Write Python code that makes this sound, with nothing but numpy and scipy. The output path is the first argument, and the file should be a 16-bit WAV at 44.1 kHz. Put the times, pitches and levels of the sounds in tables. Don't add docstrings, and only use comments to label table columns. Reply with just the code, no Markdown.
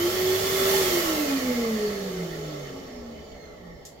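import sys
import numpy as np
from scipy import signal
from scipy.fft import rfft, irfft, next_fast_len
from scipy.io import wavfile
from scipy.ndimage import uniform_filter1d, map_coordinates

SR = 44100
rng = np.random.default_rng(int(sys.argv[2]) if len(sys.argv) > 2 else 0)


def boost_factor(decibels):
    exponent = np.asarray(decibels, float) / 20
    return 10 ** exponent


def to_wav(s):
    ch = np.atleast_2d(s).T
    pcm = np.round(np.clip(ch, -1, 1) * 32767)
    wavfile.write(sys.argv[1], SR, pcm.astype(np.int16))


N = 176400

# time_s, turns_hz
ROTOR_SPEED = [(0, 344.4), (.12, 365.9), (.25, 373), (.5, 383.5), (.78, 388), (.87, 363.6), (1, 338),
               (1.15, 308.3), (1.3, 275.1), (1.5, 247), (1.75, 215.1), (2, 194), (2.25, 166.3),
               (2.5, 151.5), (2.75, 133), (3, 119.8), (3.4, 98.2), (4, 70.45)]
FULL_HZ, OFF_S = 388, 0.73

# pitch_hz, width_hz, level_db, left_minus_right_db
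WALL_MODES = [(147, 6, -11, -1), (159, 8, -12, -2), (176, 5, -3, -1), (193, 5, -7, 0), (207, 4, -11, -2),
              (224, 5, 3, -1), (241, 9, 2, -1), (254, 8, 2, -1), (274, 7, 6, -2), (299, 9, 4, -2),
              (320, 10, 1, -1), (348, 7, 6, -1), (371, 5, 5, -2), (385, 6, 1, -2)]
# pitch_hz, width_hz, level_db, left_minus_right_db
OUTLET_MODES = [(177.4, 14, -4, -5), (236, 10.4, -8.5, 2.5), (247, 24, -5.5, -1), (272.6, 4.3, 1.5, 6),
                (302.4, 25, 0.5, -1.5), (338, 3.9, 7, -6), (373, 3, 16, -2), (401, 3.3, 11, -6),
                (421, 8.3, 14.5, 0.5), (455, 41, 11.5, 0.5), (495.5, 10.9, 7, -12), (561, 12, 0.5, 14),
                (577.7, 6.8, 8.5, -15), (615.5, 12, 6, -8)]
OUTLET_TOP_HZ = 534

UNBALANCE_DB, UNBALANCE_FALL_DB, MOUNT_HZ = -28.5, 1, 143.4
# multiple_of_speed, level_db at full speed, fall_db per halving
ARMATURE_TONES = [(2, -34, 6), (2.64, -43.5, 7), (3.42, -46.5, 7.5), (4.4, -57, 3)]

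BLADES, BLADE_DB, BLADE_FALL_DB, BLADE_BLUR_HZ = 9, -40, 6, 200
SEGMENTS, WHINE_FALL_DB, WHINE_BLUR_HZ, WHINE_STEADY = 22, 2, 90, 0
# multiple_of_segment_rate, level_db
WHINE_ORDERS = [(1, -52), (2, -56), (3, -59), (4, -72), (6, -73), (7, -74)]
# pitch_hz, width_hz, level_db
CASING_BANDS = [(1880, 150, -2), (2090, 190, 1), (3060, 160, -1), (4270, 280, 2), (4680, 180, -3),
                (5330, 260, 0), (6300, 250, 1), (6900, 240, 0), (14700, 1700, 3)]
HUM_HZ, HUM_DB = 100, -42.5

# time_s, strength_db
AIR_FLOW = [
    (0.0, -33),
    (0.11, -31.5),
    (0.75, -27.5),
    (2.7, -48),
    (3.0, -53.5),
    (3.36, -57),
    (3.71, -62.5),
    (4.0, -66),
]
# pitch_hz, width_hz, level_db over the rush
HOUSING_MODES = [(839.6, 33, 13.5), (1121, 98, 11.5), (1319, 84, 12), (1835, 300, 7.5), (2102, 96, 8),
                 (3043.6, 93, 4.5), (3507, 230, -0.5), (4300, 37, 4), (4530, 90, 2), (5515, 57, 3.5),
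                 (6394, 50, -0.5), (6700, 75, -0.5), (7800, 35, -4), (14600, 1800, -27.5)]
# pitch_hz, density_db per Hz
ROAR_SPECTRUM = [(25, -0.5), (50, 6), (100, 4), (200, 6.5), (420, -1), (650, 5), (900, -0.5), (1500, -85)]
# pitch_hz, density_db per Hz
RUSH_SPECTRUM = [(500, -31), (900, -7.5), (1600, -5.5), (2600, -3), (5000, -1), (7200, -2), (8200, -13),
                 (11000, -28)]
# pitch_hz, density_db per Hz
BRUSH_SPECTRUM = [(500, -57.5), (850, 0), (1350, -4), (2000, 1.5), (3050, 5), (4500, 7), (7000, -10),
                  (8500, -27)]
# pitch_hz, density_db per Hz
HISS_SPECTRUM = [(6000, -11), (8000, 0), (9500, 3.5), (11500, -0.5), (13000, 0), (15000, -2.5), (16000, -3)]
ROAR_DB, ROAR_GROWS, RUSH_DB = -2.5, 0.54, -1
BRUSH_DB, BRUSH_GROWS, HISS_DB, HISS_GROWS = -6, 0.7, 0.5, 1.43
ROAR_IN_MODES = 0.86

# pitch_hz, density_db per Hz
VENT_SPECTRUM = [(25, -1.5), (70, 10.5), (110, -3), (170, 3.5), (420, -14), (800, -2.5), (1300, -26.5),
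                 (16000, -33)]
VENT_DB = -50
# pitch_hz, likeness
LIKENESS = [(30, .96), (70, 0.79), (180, 0.97), (420, 0.44), (700, 0), (1400, 0.0059), (15000, 0.037)]
# pitch_hz, left_minus_right_db
STEREO_LEAN = [(30, 3), (70, 1.5), (200, -0.5), (500, 0), (1300, -0.9), (4400, -5.5), (8100, -2.5),
               (14000, -6.5)]

DRIP_S, DRIP_DB, DRIP_HZ, DRIP_T60_S = 3.366, -32, 620, 0.018
TICK_S, TICK_DB, TICK_LEAN_DB, TICK_ROOM_DB = 3.8515, -22, -5, 8
# delay_s, level_db
TICK_CONTACTS = [
    (.0006, -7),
    (.001, 12),
    (.0013, -13),
]
# pitch_hz, level_db
TICK_COLOUR = [(1500, -43), (3200, -6), (4500, -2), (6500, 4.5), (8500, 1), (10000, -2), (13000, -6),
               (16000, -18.5)]
# pitch_hz, t60_s
TILE_DECAY = [(2000, .35), (6000, 0.214), (14000, 0.26)]

# pitch_hz, level_db
MIC_DIP = [(7300, 0), (8200, -6), (9300, -8), (10900, -5), (12000, 0)]
TOP_HZ = 15870


def unit(x):
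    return x / np.sqrt(np.mean(x ** 2) + 1e-20)


def along(points, hz):
    f, v = np.transpose(points)
    return np.interp(np.log(hz + 1), np.log(f + 1), v)


def curve(rows):
    return np.interp(np.arange(N) / SR, *np.transpose(rows))


def wobble(rate):
    knots = rng.standard_normal(int(N * rate / SR) + 4)
    return map_coordinates(knots, [np.arange(N) * rate / SR])


def filtered(x, response):
    m = next_fast_len(x.shape[-1] + SR // 2)
    spectrum = rfft(x, m) * response(np.fft.rfftfreq(m, 1 / SR))
    return irfft(spectrum, m)[..., :x.shape[-1]]


def peak(f, hz, width):
    return 1j * f * width / (hz * hz - f * f + 1j * f * width)


def standing(f, modes, count=1):
    total = 0
    for hz, width, db, lean in modes:
        sides_db = np.array([[db + lean / 2], [db - lean / 2]])
        total = total + boost_factor(sides_db / count) * peak(f, hz, width)
    return total ** count


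def housing(f, flat=1):
    humps = sum(np.abs(boost_factor(db) * peak(f, hz, width)) ** 2 for hz, width, db in HOUSING_MODES)
    return np.sqrt(flat + humps)


def casing(f):
    return sum(boost_factor(db) * np.abs(peak(f, hz, width)) ** 2 for hz, width, db in CASING_BANDS)


def noise(spectrum, patchy_db):
    z = signal.stft(rng.standard_normal((2, N)), nperseg=512)[2]
    field = uniform_filter1d(rng.standard_normal(z.shape[1:]), size=6, axis=0)
    field = uniform_filter1d(field, size=14, axis=1)
    pair = signal.istft(z * boost_factor(patchy_db * unit(field)), nperseg=512)[1][:, :N]

    def mid_side_gain(hz):
        angle = np.arccos(np.clip(along(LIKENESS, hz), -1, 1)) / 2
        return boost_factor(along(spectrum, hz)) * [np.cos(angle), np.sin(angle)]

    mid, side = filtered(pair, mid_side_gain)
    return unit(np.array([mid + side, mid - side]))


def fuzzy(turns, blur_hz, steady):
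    phase = 2 * np.pi * turns
    return np.array([(steady + wobble(blur_hz)) * np.sin(phase) + wobble(blur_hz) * np.cos(phase)
                     for _ in range(2)])


def rotor():
    speed = curve(ROTOR_SPEED)
    return speed, np.cumsum(speed) / SR, np.log2(FULL_HZ / speed)


def rotor_tones():
    speed, turns, halvings = rotor()
    lead = np.arange(-SR // 4, 0) * speed[0] / SR
    all_turns = np.r_[lead, turns]
    all_halvings = np.pad(halvings, (len(lead), 0), "edge")

    def tone(multiple, db, fall_db):
        return boost_factor(db - fall_db * all_halvings) * np.sin(2 * np.pi * multiple * all_turns)

    def wall_path(f):
        return standing(f, WALL_MODES) / (1 + (MOUNT_HZ / (f + 1)) ** 20)

    def outlet_path(f):
        return standing(f, OUTLET_MODES, count=2) / (1 + (f / OUTLET_TOP_HZ) ** 6)

    wall = filtered(tone(1, UNBALANCE_DB, UNBALANCE_FALL_DB), wall_path)
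    outlet = filtered(sum(tone(*row) for row in ARMATURE_TONES), outlet_path)
    return np.sqrt(2) * (wall + outlet)[:, len(lead):]


def mains_hum():
    t = np.arange(N) / SR
    powered = 1 / (1 + np.exp((t - OFF_S) / 0.099))
    return boost_factor(HUM_DB + 2.2 * wobble(6)) * np.sin(2 * np.pi * HUM_HZ * t) * powered


def blade_tone():
    _, turns, halvings = rotor()
    flow_db = curve(AIR_FLOW)
    level_db = BLADE_DB - BLADE_FALL_DB * halvings + 0.92 * (flow_db - flow_db.max())
    return filtered(boost_factor(level_db) * fuzzy(BLADES * turns, BLADE_BLUR_HZ, 0), housing)


def commutator_whine():
    speed, turns, halvings = rotor()
    whine = 0
    for k, db in WHINE_ORDERS:
        order = k * SEGMENTS
        audible = order * speed < SR / 2.2
        beating = fuzzy(order * turns, WHINE_BLUR_HZ * k, WHINE_STEADY)
        whine = whine + audible * boost_factor(db - WHINE_FALL_DB * halvings) * beating
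    return filtered(whine, casing)


def air():
    flow_db = curve(AIR_FLOW)
    top_db = flow_db.max()
    drop_db = flow_db - top_db + 0.5 * wobble(2.3)
    direct = noise(ROAR_SPECTRUM, patchy_db=0.5)
    resonant = unit(filtered(direct, lambda f: standing(f, OUTLET_MODES)))
    roar = unit(np.sqrt(1 - ROAR_IN_MODES) * direct + np.sqrt(ROAR_IN_MODES) * resonant)
    rush = unit(filtered(noise(RUSH_SPECTRUM, patchy_db=0.47), housing))
    brush = noise(BRUSH_SPECTRUM, patchy_db=3.2)
    brush = unit(filtered(brush, lambda f: housing(f, flat=0.03) ** 1.59))
    hiss = noise(HISS_SPECTRUM, patchy_db=1.7)
    mix = boost_factor(ROAR_DB + ROAR_GROWS * drop_db) * roar
    mix = mix + boost_factor(RUSH_DB + drop_db) * rush
    mix = mix + boost_factor(BRUSH_DB + BRUSH_GROWS * drop_db) * brush
    mix = mix + boost_factor(HISS_DB + HISS_GROWS * drop_db) * hiss
    return boost_factor(top_db) * mix


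def ventilation():
    return boost_factor(VENT_DB) * noise(VENT_SPECTRUM, patchy_db=2.92)


def placed(sound, start_s):
    out = np.zeros((2, N + SR))
    start = round(start_s * SR)
    out[:, start:start + sound.shape[-1]] += sound
    return out[:, :N]


def drip():
    t = np.arange(SR // 2) / SR
    onset = 1 - np.exp(-t / 0.0009)
    ring = boost_factor(DRIP_DB - 60 * t / DRIP_T60_S) * np.sin(2 * np.pi * DRIP_HZ * t) * onset
    return placed(ring, DRIP_S)


def tick():
    length = SR // 2
    contacts = np.zeros(length)
    for s, db in TICK_CONTACTS:
        contacts[round(s * SR)] += boost_factor(db)
    crack = filtered(contacts, lambda f: boost_factor(along(TICK_COLOUR, f)))
    crack = crack / np.abs(crack).max()
    hz, times, z = signal.stft(rng.standard_normal((2, length)), SR, nperseg=256)
    decay = boost_factor(-60 * times / along(TILE_DECAY, hz)[:, None])
    tail = signal.istft(z * decay, SR, nperseg=256)[1][:, :length]
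    tail = tail / np.linalg.norm(tail[0])
    delayed = np.pad(crack, (90, 0))[None]
    wet = signal.fftconvolve(delayed, tail, axes=1)[:, :length]
    direct = boost_factor([[TICK_LEAN_DB], [0]]) * crack
    return placed(boost_factor(TICK_DB) * (direct + boost_factor(TICK_ROOM_DB) * wet), TICK_S)


def scene():
    low = rotor_tones() + mains_hum()
    wide = blade_tone() + commutator_whine() + air() + ventilation()
    wide = filtered(wide, lambda f: boost_factor(along(STEREO_LEAN, f) * [[0.5], [-0.5]]))
    return low + wide + drip() + tick()


def roll_off(x):
    return signal.sosfilt(signal.butter(12, 16220, fs=SR, output="sos"), x)


def record(dry):
    finished = filtered(dry, lambda hz: boost_factor(along(MIC_DIP, hz)) * (hz < TOP_HZ))
    return roll_off(finished)


dry = scene()
out = record(dry)
to_wav(out)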